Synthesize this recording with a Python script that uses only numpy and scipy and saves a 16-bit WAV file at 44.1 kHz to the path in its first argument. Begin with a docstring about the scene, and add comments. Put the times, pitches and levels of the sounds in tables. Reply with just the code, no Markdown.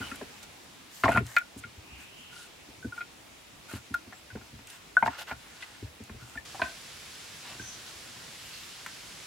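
"""Under a rock overhang, outdoors, heavy flat stones are laid by hand into a dry wall.
Stones land and rock with short pitched clinks (swept sines), clack and thud (struck resonances).
They grind, squeak and crack grit (resonances driven by random grains), with echo off rock and wall.
Banded-noise hiss and faint far chirps lie behind; late on the work is heard from farther off:
the hiss is louder, the echo stronger and longer."""
import sys
import numpy as np
from scipy import signal
from scipy.io import wavfile

SR = 44100
rng = np.random.default_rng(int(sys.argv[2]) if len(sys.argv) > 2 else 0)


def master(y):
    """Save y as 16-bit WAV."""
    cut = np.clip(np.atleast_2d(y).T, -1, 1)
    pcm = np.round(cut * 32767)  # scale
    wavfile.write(sys.argv[1], SR, pcm.astype(np.int16))


N = 408366

# Open air close by, then farther off: [f/Hz, relative density/dB]
NEAR_HISS_SPECTRUM = [(30, -12.5), (75, -2), (183, -4.5), (286, -2), (400, -6), (850, -6.5), (1660, -9),
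                      (2600, -6.5), (3600, -10.5), (7400, -15), (15800, -25.5)]
FAR_HISS_SPECTRUM = [(30, -7.5), (117, -1.5), (400, -5.5), (800, -7.5), (1900, -4), (4200, -4), (8600, -10),
                     (15800, -25)]
# Left-right correlation of each: [f/Hz, correlation 0-1]
NEAR_CORRELATION = [(100, 0.88), (400, 0.12), (1500, 0.18), (4000, 0.23), (14000, 0.09)]
FAR_CORRELATION = [(100, 0.95), (400, 0.24), (1500, 0.5), (4000, 0.52), (14000, 0.13)]
NEAR_HISS_DB, FAR_HISS_DB = -52, -46
# near hiss starts louder and eases off
HISS_EXTRA_DB, HISS_EASE_S = 9, 0.28
MOVE_S, MOVE_FADE_S = 6.448, 0.005

# Stone and hands sliding: [start/s, end/s, grinding/dB before trim, grit/dB, dust/dB]
SCRAPE_STROKES = [(0.0, 0.172, -51, -73, -62), (0.424, 0.446, -53, -54.5, -54.5),
                  (0.907, 1.073, -62, -59.5, -56), (1.033, 1.062, -40, -42, -56),
                  (1.061, 1.207, -37, -52.5, -55), (1.244, 1.394, -52, -63, -56),
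                  (1.573, 1.604, -71, -74, -53), (1.979, 2.057, -58, -69, -61),
                  (2.304, 2.482, -75, -57.5, -59), (2.935, 3.016, -55.5, -62.5, -64),
                  (3.68, 3.791, -47, -54.5, -55), (4.664, 4.786, -57, -59, -59),
                  (5.05, 5.084, -49, -47.5, -55.5), (5.09, 5.194, -46.5, -56, -67),
                  (5.175, 5.237, -43.5, -47, -54), (5.267, 5.338, -40.5, -51.5, -62),
                  (5.339, 5.914, -58.5, -61, -67.5), (5.602, 5.649, -52, -52.5, -63),
                  (6.194, 6.41, -61, -64, -62), (7.42, 7.557, -51.5, -54.5, -70),
                  (7.844, 7.917, -57, -53.5, -64), (8.361, 8.72, -69, -57.5, -63)]
# Slab resonances under grinding: [f/Hz, width/Hz, level/dB]
GRIND_MODES = [(685, 320, -6), (1060, 230, -8), (1420, 125, 1.5), (1780, 1230, -3), (2270, 650, -2.5)]
# Sand grain resonances, coarse and fine: [f/Hz, width/Hz, level/dB]
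GRIT_MODES = [(2730, 340, 2.5), (3970, 4300, -2), (5270, 1700, -13)]
DUST_MODES = [(7300, 3200, -5), (10400, 1600, -4), (12200, 5400, -9)]
# A dragged stone sings on one resonance: [start/s, end/s, f/Hz, rms level/dB]
SQUEAK_SLIPS = [(0.0, 0.053, 1420, -44.5), (0.01, 0.094, 2990, -49.5), (1.27, 1.33, 1790, -60),
                (2.285, 2.472, 1440, -57), (6.19, 6.247, 1420, -59)]

# Weight settling: [t/s, soil level/dB, stack level/dB]
SETTLING_LOADS = [(0.003, -42.5, -41), (0.116, -66, -42.5), (0.215, -74, -40.5), (1.038, -33, -32),
                  (1.085, -36, -34), (1.146, -30.5, -34), (1.175, -31.5, -28), (1.206, -32.5, -36.5),
                  (1.562, -47.5, -43.5), (1.645, -49, -52), (1.769, -46, -59), (1.918, -47, -56),
                  (2.683, -57, -51), (2.845, -39.5, -33.5), (3.733, -37.5, -39), (3.905, -45, -43),
                  (4.071, -52, -49.5), (4.321, -43.5, -59), (4.353, -47, -38), (4.53, -45.5, -51.5),
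                  (5.315, -45, -46.5), (5.824, -36, -43.5), (6.002, -46, -43.5), (6.097, -43.5, -44.5),
                  (6.143, -46, -52), (6.219, -45, -60.5), (7.596, -45, -46)]
# Resonances of the soil and of the stack: [f/Hz, width/Hz, level/dB]
SOIL_MODES = [(68, 18.5, -7), (119.8, 23, -3.5)]
STACK_MODES = [(215.3, 36, 0), (279, 34, 0.5), (399, 79, -8)]

# A loose slab tips onto its contact: [t/s, clink f/Hz, level/dB, edge level/dB]
SLAB_ROCKINGS = [(0.114, 1360, -39.5, -44), (1.146, 1420, -30, -45), (1.365, 1412, -21, -23),
                 (1.411, 1437, -40.5, -59), (1.637, 1434, -45, -46), (2.825, 1524, -48, -67),
                 (2.843, 1520, -46, -68), (2.921, 1430, -41, -60), (2.976, 1420, -39, -55),
                 (3.006, 1420, -36, -43.5), (3.94, 1420, -28.5, -41.5), (4.302, 1500, -49, -53),
                 (4.968, 1497, -17, -49.5), (5.624, 2010, -44.5, -46), (6.372, 1780, -38, -52),
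                 (7.594, 1565, -43, -53)]
# the loudest clink swells fast, the rest slowly
SLOW_RISE_S, FAST_RISE_S, LOUD_CLINK_DB = 0.0062, 0.0016, -19.5
ROCKING_CLACK_DB = -20.5
# A stone drops on another; energy as rms over 20 ms: [t/s, clink f/Hz, level/dB, edge level/dB]
STONE_BLOWS = [(0.212, 610, -44.5, -51), (1.036, 1380, -25, -26), (1.056, 1064, -24, -37),
               (1.08, 732, -27, -28.5), (1.089, 685, -25.5, -44), (1.118, 1435, -33.5, -46),
               (1.159, 1420, -27.5, -40), (1.173, 1396, -25.5, -28.5), (4.125, 744, -54, -48.5),
               (4.355, 770, -59, -53.5), (5.025, 912, -25, -29.5), (5.06, 880, -32, -34),
               (5.076, 930, -29.5, -37), (5.312, 778, -37, -42), (6.094, 1060, -56, -52.5),
               (6.546, 796, -44, -56), (6.595, 1000, -41, -48), (6.617, 1534, -27.5, -33),
               (8.862, 1560, -48, -42.5)]
# clack, stack and soil relative to the blow's level
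BLOW_RISE_S, BLOW_CLACK_DB, BLOW_STACK_DB, BLOW_SOIL_DB = 0.0014, -3, -12, -17
# Resonances of the slabs and of their edges: [f/Hz, width/Hz, level/dB]
CLACK_MODES = [(610, 134, -7.5), (727, 64, 1.5), (900, 104, -5), (1044, 65, -1.5)]
EDGE_MODES = [(1380, 144, -6), (1598, 160, -1), (1790, 410, -4.5), (2300, 440, -3.5), (2540, 145, -1.5),
              (3080, 760, -14.5), (4400, 1100, -10.5)]

# Single sand grains crack under a stone: [t/s, peak level/dB before trim]
GRAIN_CRACKS = [(0.1575, -37), (1.037, -36), (1.089, -35.5), (1.118, -33.5), (1.1717, -34), (1.266, -32),
                (1.3641, -27.5), (1.3836, -30), (3.941, -35), (4.672, -38), (4.7017, -36), (6.0377, -43),
                (8.8633, -35.5)]
# Faint far chirps: [start/s, end/s, f/Hz, rms level/dB]
FAR_CHIRPS = [(1.795, 2.156, 2600, -55.5), (2.002, 2.443, 2900, -56), (4.12, 4.22, 7550, -63),
              (7.56, 7.817, 6050, -50.5), (8.507, 8.6, 4400, -53)]
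CHIRP_WIDTH_HZ = 500

# Hands nudge stones lightly at random: [start/s, end/s, level/dB]
HANDLING_SPELLS = [(4.299, 4.62, -59), (6.25, 6.34, -52.5), (7.419, 8.25, -62)]
NUDGES_PER_S, NUDGE_SPREAD_DB, NUDGE_LOW_HZ, NUDGE_HIGH_HZ = 9, 1, 647, 1600
# relative to the nudge's level
NUDGE_EDGE_DB, NUDGE_STACK_DB, NUDGE_SOIL_DB = -2, 3, 5

CUTOFF_HZ = 15900


def from_db(db):
    """Decibels to gain."""
    return 10 ** (np.asarray(db) / 20)


def unit_rms(x):
    """Scale to rms 1."""
    return x / np.sqrt(np.mean(x ** 2) + 1e-20)


def unit_blow(x):
    """Scale to the energy of 20 ms at rms 1."""
    return x / np.sqrt(np.sum(x ** 2) / (0.02 * SR) + 1e-20)


def add(track, start_s, x):
    """Mix x into the track at start_s, cut at the track's end."""
    at = int(start_s * SR)
    track[..., at:at + x.shape[-1]] += x[..., :N - at]


def band(x, low_hz, high_hz, order=2):
    """Butterworth band-pass."""
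    sos = signal.butter(order, [low_hz, high_hz], "band", fs=SR, output="sos")
    return signal.sosfilt(sos, x)


def at_hz(points, hz):
    """Interpolate a table on a log-frequency axis."""
    table = np.array(points)
    return np.interp(np.log(hz), np.log(table[:, 0]), table[:, 1])


def drift(knots_per_s):
    """Slow random curve of rms 1, straight between knots."""
    knots = rng.standard_normal(int(knots_per_s * N / SR) + 2)
    position = np.arange(N) * knots_per_s / SR
    return unit_rms(np.interp(position, np.arange(len(knots)), knots))


def resonate(force, modes, vary_db=3.5):
    """Parallel two-pole resonances, each driven a little differently per call; steep skirts outside."""
    out = 0
    for k, (hz, width_hz, db) in enumerate(modes):
        r = np.exp(-np.pi * width_hz / SR)
        poles = [1, -2 * r * np.cos(2 * np.pi * hz / SR), r * r]
        gain = from_db(db + vary_db * rng.standard_normal()) * (1 - r * r) / 2
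        # alternating polarity
        out = out + (-1) ** k * gain * signal.lfilter([1, 0, -1], poles, force + 1e-18)
    return band(out, modes[0][0] * 0.5, modes[-1][0] * 1.24)


def grains(t, per_s, spread_db):
    """Random impulses of uneven size and either sign: tiny contacts."""
    born = rng.random(len(t)) < per_s / SR
    size = from_db(spread_db * np.minimum(rng.exponential(1, len(t)), 4))
    return born * size * rng.choice([-1, 1], len(t))


def contact(t, chatter, t60_s):
    """Force of one push, then a dying chatter of rough faces."""
    rattle = unit_blow(grains(t, per_s=2500, spread_db=4) * from_db(-60 * t / t60_s))
    return chatter * rattle + unit_blow(t == 0)


def spread(draw, width):
    """Left and right from two draws of a sound: one shared, one opposed."""
    return draw() + width * draw() * np.array([[1], [-1]])


def hiss(spectrum, correlation, flicker_db, rumble_db):
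    """Open-air noise in half-octave bands; the bass is more restless and more alike in both ears."""
    out = 0
    edges_hz = 31 * 2 ** (np.arange(19) / 2)
    # neighbouring bands use different noise
    white = rng.standard_normal((2, 2, N))
    for k, (low_hz, high_hz) in enumerate(zip(edges_hz, edges_hz[1:])):
        mid, side = band(white[k % 2], low_hz, high_hz)
        hz = np.sqrt(low_hz * high_hz)
        alike = at_hz(correlation, hz)
        restless_db = flicker_db + rumble_db / (1 + hz / 300)
        gain = from_db(at_hz(spectrum, hz) + restless_db * drift(knots_per_s=15))
        stereo = np.sqrt(1 + alike) * mid + np.sqrt(1 - alike) * side * [[1], [-1]]
        out = out + gain * stereo
    return unit_rms(out)


def scrapes(grind_trim_db=-2):
    """Rough faces catch and slip, ringing the slab and crushing grit and dust between them."""
    out = np.zeros((2, N))
    for start_s, end_s, grind_db, grit_db, dust_db in SCRAPE_STROKES:
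        length_s = end_s - start_s
        t = np.arange(int((length_s + 0.03) * SR)) / SR
        stroke = np.sqrt(np.maximum(np.sin(np.pi * np.minimum(t / length_s, 1)), 0))

        def rub(modes, per_s, spread_db):
            """One stroke of grains through resonances, rms 1 over the stroke."""
            sound = resonate(stroke * grains(t, per_s, spread_db), modes)
            return unit_blow(sound) * np.sqrt(length_s / 0.02)

        grind = rub(GRIND_MODES, per_s=950, spread_db=3.0)
        grit = spread(lambda: rub(GRIT_MODES, per_s=2200, spread_db=4.5), width=0.66)
        dust = spread(lambda: rub(DUST_MODES, per_s=8100, spread_db=5.0), width=0.75)
        add(out, start_s, from_db(grind_db + grind_trim_db) * grind)
        add(out, start_s, from_db(grit_db) * grit)
        add(out, start_s, from_db(dust_db) * dust)
    return out


def squeaks(width_hz=60):
    """Rapid slips keep one resonance of the stone ringing."""
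    out = np.zeros(N)
    for start_s, end_s, hz, db in SQUEAK_SLIPS:
        t = np.arange(int((end_s - start_s) * SR)) / SR
        slips = grains(t, per_s=800, spread_db=-1.5) * signal.windows.tukey(len(t), 0.5)
        # padding leaves room for the ring
        padded = np.pad(slips, (0, SR // 30))
        song = band(padded, hz - width_hz / 2, hz + width_hz / 2, order=1)
        add(out, start_s, from_db(db) * unit_rms(song))
    return out


def thuds(rows):
    """The weight of a stone shakes the stack and the soil under it."""
    out, t = np.zeros(N), np.arange(SR // 3) / SR
    for start_s, soil_db, stack_db in rows:
        soil = unit_blow(resonate(contact(t, chatter=1.9, t60_s=0.16), SOIL_MODES))
        stack = unit_blow(resonate(contact(t, chatter=1.56, t60_s=0.069), STACK_MODES))
        add(out, start_s, from_db(soil_db) * soil + from_db(stack_db) * stack)
    return out


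def rock_echo(x, t60_s, width, top_hz):
    """Dense short reflections from the rock face and the wall: convolution with decaying noise."""
    t = np.arange(SR // 2) / SR
    noise = band(rng.standard_normal((2, len(t))), 320, top_hz, order=1)
    # nothing returns within 3 ms
    mid, side = noise * from_db(-60 * t / t60_s) * (t > 0.003)
    echo = mid + width * band(side, 350, 15000, order=1) * np.array([[1], [-1]])
    echo = echo / np.sqrt(np.sum(mid ** 2) * SR / (2 * top_hz))
    return signal.fftconvolve(x, echo, axes=1)[:, :N]


def knocks(rows, clink_s=0.0075, ring_db=-21, ring_t60_s=0.062, sag=0.0069, edge_reach=1.97):
    """A stone bounces on the stiffness of its contact, a pitched clink, while slab and edges clack."""
    out, t = np.zeros(N), np.arange(SR // 4) / SR
    for start_s, hz, rise_s, clink_db, clack_db, edge_db in rows:
        # the swell peaks just before the fade begins at rise_s
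        swell = np.sin(np.pi / 2 * np.minimum(t / (0.94 * rise_s), 1)) ** 2
        # friction stops the bounce abruptly; a weak ring lingers
        stop = np.exp(-(np.maximum(t - rise_s, 0) / clink_s) ** 1.44)
        ring = from_db(ring_db - 60 * t / ring_t60_s)
        # the contact softens as the load comes off, so the pitch sags a little
        pitch_hz = hz * (1 + sag * (np.exp(-t / clink_s) - 0.5))
        tone = np.sin(2 * np.pi * np.cumsum(pitch_hz) / SR)
        clink = unit_blow(swell * (stop + ring) * tone)
        clack = unit_blow(resonate(contact(t, chatter=1.6, t60_s=0.042), CLACK_MODES))
        # a soft, low-pitched contact barely reaches the highest edge resonances
        edge_top_hz = np.maximum(edge_reach * hz, 1900)
        edge = resonate(contact(t, chatter=1.8, t60_s=0.044), EDGE_MODES)
        edge = unit_blow(band(edge, 670, edge_top_hz, order=3))
        knock = from_db(clink_db) * clink + from_db(clack_db) * clack + from_db(edge_db) * edge
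        add(out, start_s, knock)
    return out


def cracks(trim_db=3, coarse_db=3):
    """Single grains burst in a few milliseconds; in the hardest cracks larger, lower ones join more."""
    out, t = np.zeros((2, N)), np.arange(SR // 20) / SR
    hardest_db = max(db for _, db in GRAIN_CRACKS)
    for start_s, db in GRAIN_CRACKS:
        coarse_gain = from_db(coarse_db + (db - hardest_db) / 2)

        def burst():
            """Fine and coarse grains breaking together."""
            fine = unit_blow(resonate(contact(t, chatter=2.16, t60_s=0.032), DUST_MODES))
            coarse = unit_blow(resonate(contact(t, chatter=7.1, t60_s=0.03), GRIT_MODES))
            return fine + coarse_gain * coarse

        snap = spread(burst, width=0.17)
        add(out, start_s, from_db(db + trim_db) * snap / np.abs(snap).max())
    return out


def chirps():
    """Distance smears each call into a narrow swell of noise."""
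    out = np.zeros((2, N))
    for start_s, end_s, hz, db in FAR_CHIRPS:
        size = int((end_s - start_s) * SR)
        noise = rng.standard_normal((2, size))
        call = band(noise, hz - CHIRP_WIDTH_HZ / 2, hz + CHIRP_WIDTH_HZ / 2)
        call = call * signal.windows.hann(size) ** 0.65
        add(out, start_s, from_db(db) * unit_rms(call))
    return out


def nudges():
    """Light touches, unevenly spaced while the hands work: [t/s, clink f/Hz, level/dB]."""
    touches = []
    for start_s, end_s, db in HANDLING_SPELLS:
        for slot_s in np.arange(start_s, end_s, 1 / NUDGES_PER_S):
            touch_s = slot_s + rng.random() / NUDGES_PER_S
            hz = rng.uniform(NUDGE_LOW_HZ, NUDGE_HIGH_HZ)
            touches.append((touch_s, hz, db + NUDGE_SPREAD_DB * rng.standard_normal()))
    return touches


def contacts(touches):
    """Stone meeting stone: [t/s, clink f/Hz, rise/s, clink/dB, clack/dB, edge/dB]."""
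    rows = []
    for s, hz, db, edge_db in SLAB_ROCKINGS:
        rise_s = FAST_RISE_S if db > LOUD_CLINK_DB else SLOW_RISE_S
        rows.append((s, hz, rise_s, db, db + ROCKING_CLACK_DB, edge_db))
    blows = list(STONE_BLOWS) + [(s, hz, db, db + NUDGE_EDGE_DB) for s, hz, db in touches]
    for s, hz, db, edge_db in blows:
        rows.append((s, hz, BLOW_RISE_S, db, db + BLOW_CLACK_DB, edge_db))
    return rows


def loads(touches):
    """Pushes on the stack from settling, blows and nudges: [t/s, soil/dB, stack/dB]."""
    struck = [(s, db + BLOW_SOIL_DB, db + BLOW_STACK_DB) for s, _, db, _ in STONE_BLOWS]
    nudged = [(s, db + NUDGE_SOIL_DB, db + NUDGE_STACK_DB) for s, _, db in touches]
    return list(SETTLING_LOADS) + struck + nudged


def scene():
    """The stones, their echo and the open air, first close and then from farther off."""
    t = np.arange(N) / SR
    far = np.clip((t - MOVE_S) / MOVE_FADE_S, 0, 1)
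    touches = nudges()
    struck = knocks(contacts(touches)) + thuds(loads(touches)) + squeaks()
    # slightly left
    stones = struck * from_db(np.array([[0.45], [-0.45]])) + scrapes() + cracks()
    near_echo = from_db(-10.5) * rock_echo(stones * (1 - far), t60_s=0.099, width=1.2, top_hz=6000)
    far_echo = from_db(-6.0) * rock_echo(stones * far, t60_s=0.25, width=0.52, top_hz=5000)
    near_air = hiss(NEAR_HISS_SPECTRUM, NEAR_CORRELATION, flicker_db=0.7, rumble_db=2)
    far_air = hiss(FAR_HISS_SPECTRUM, FAR_CORRELATION, flicker_db=0.3, rumble_db=1.5)
    near_gain = (1 - far) * from_db(NEAR_HISS_DB + HISS_EXTRA_DB * np.exp(-t / HISS_EASE_S))
    # slightly right
    far_gain = far * from_db(FAR_HISS_DB + np.array([[-0.25], [0.25]]))
    air = near_gain * near_air + far_gain * far_air
    return stones + near_echo + far_echo + air + chirps()


def record(dry):
    """Steep elliptic low-pass."""
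    return signal.sosfilt(signal.ellip(12, 0.1, 80, CUTOFF_HZ, fs=SR, output="sos"), dry)


dry = scene()
out = record(dry)
master(out)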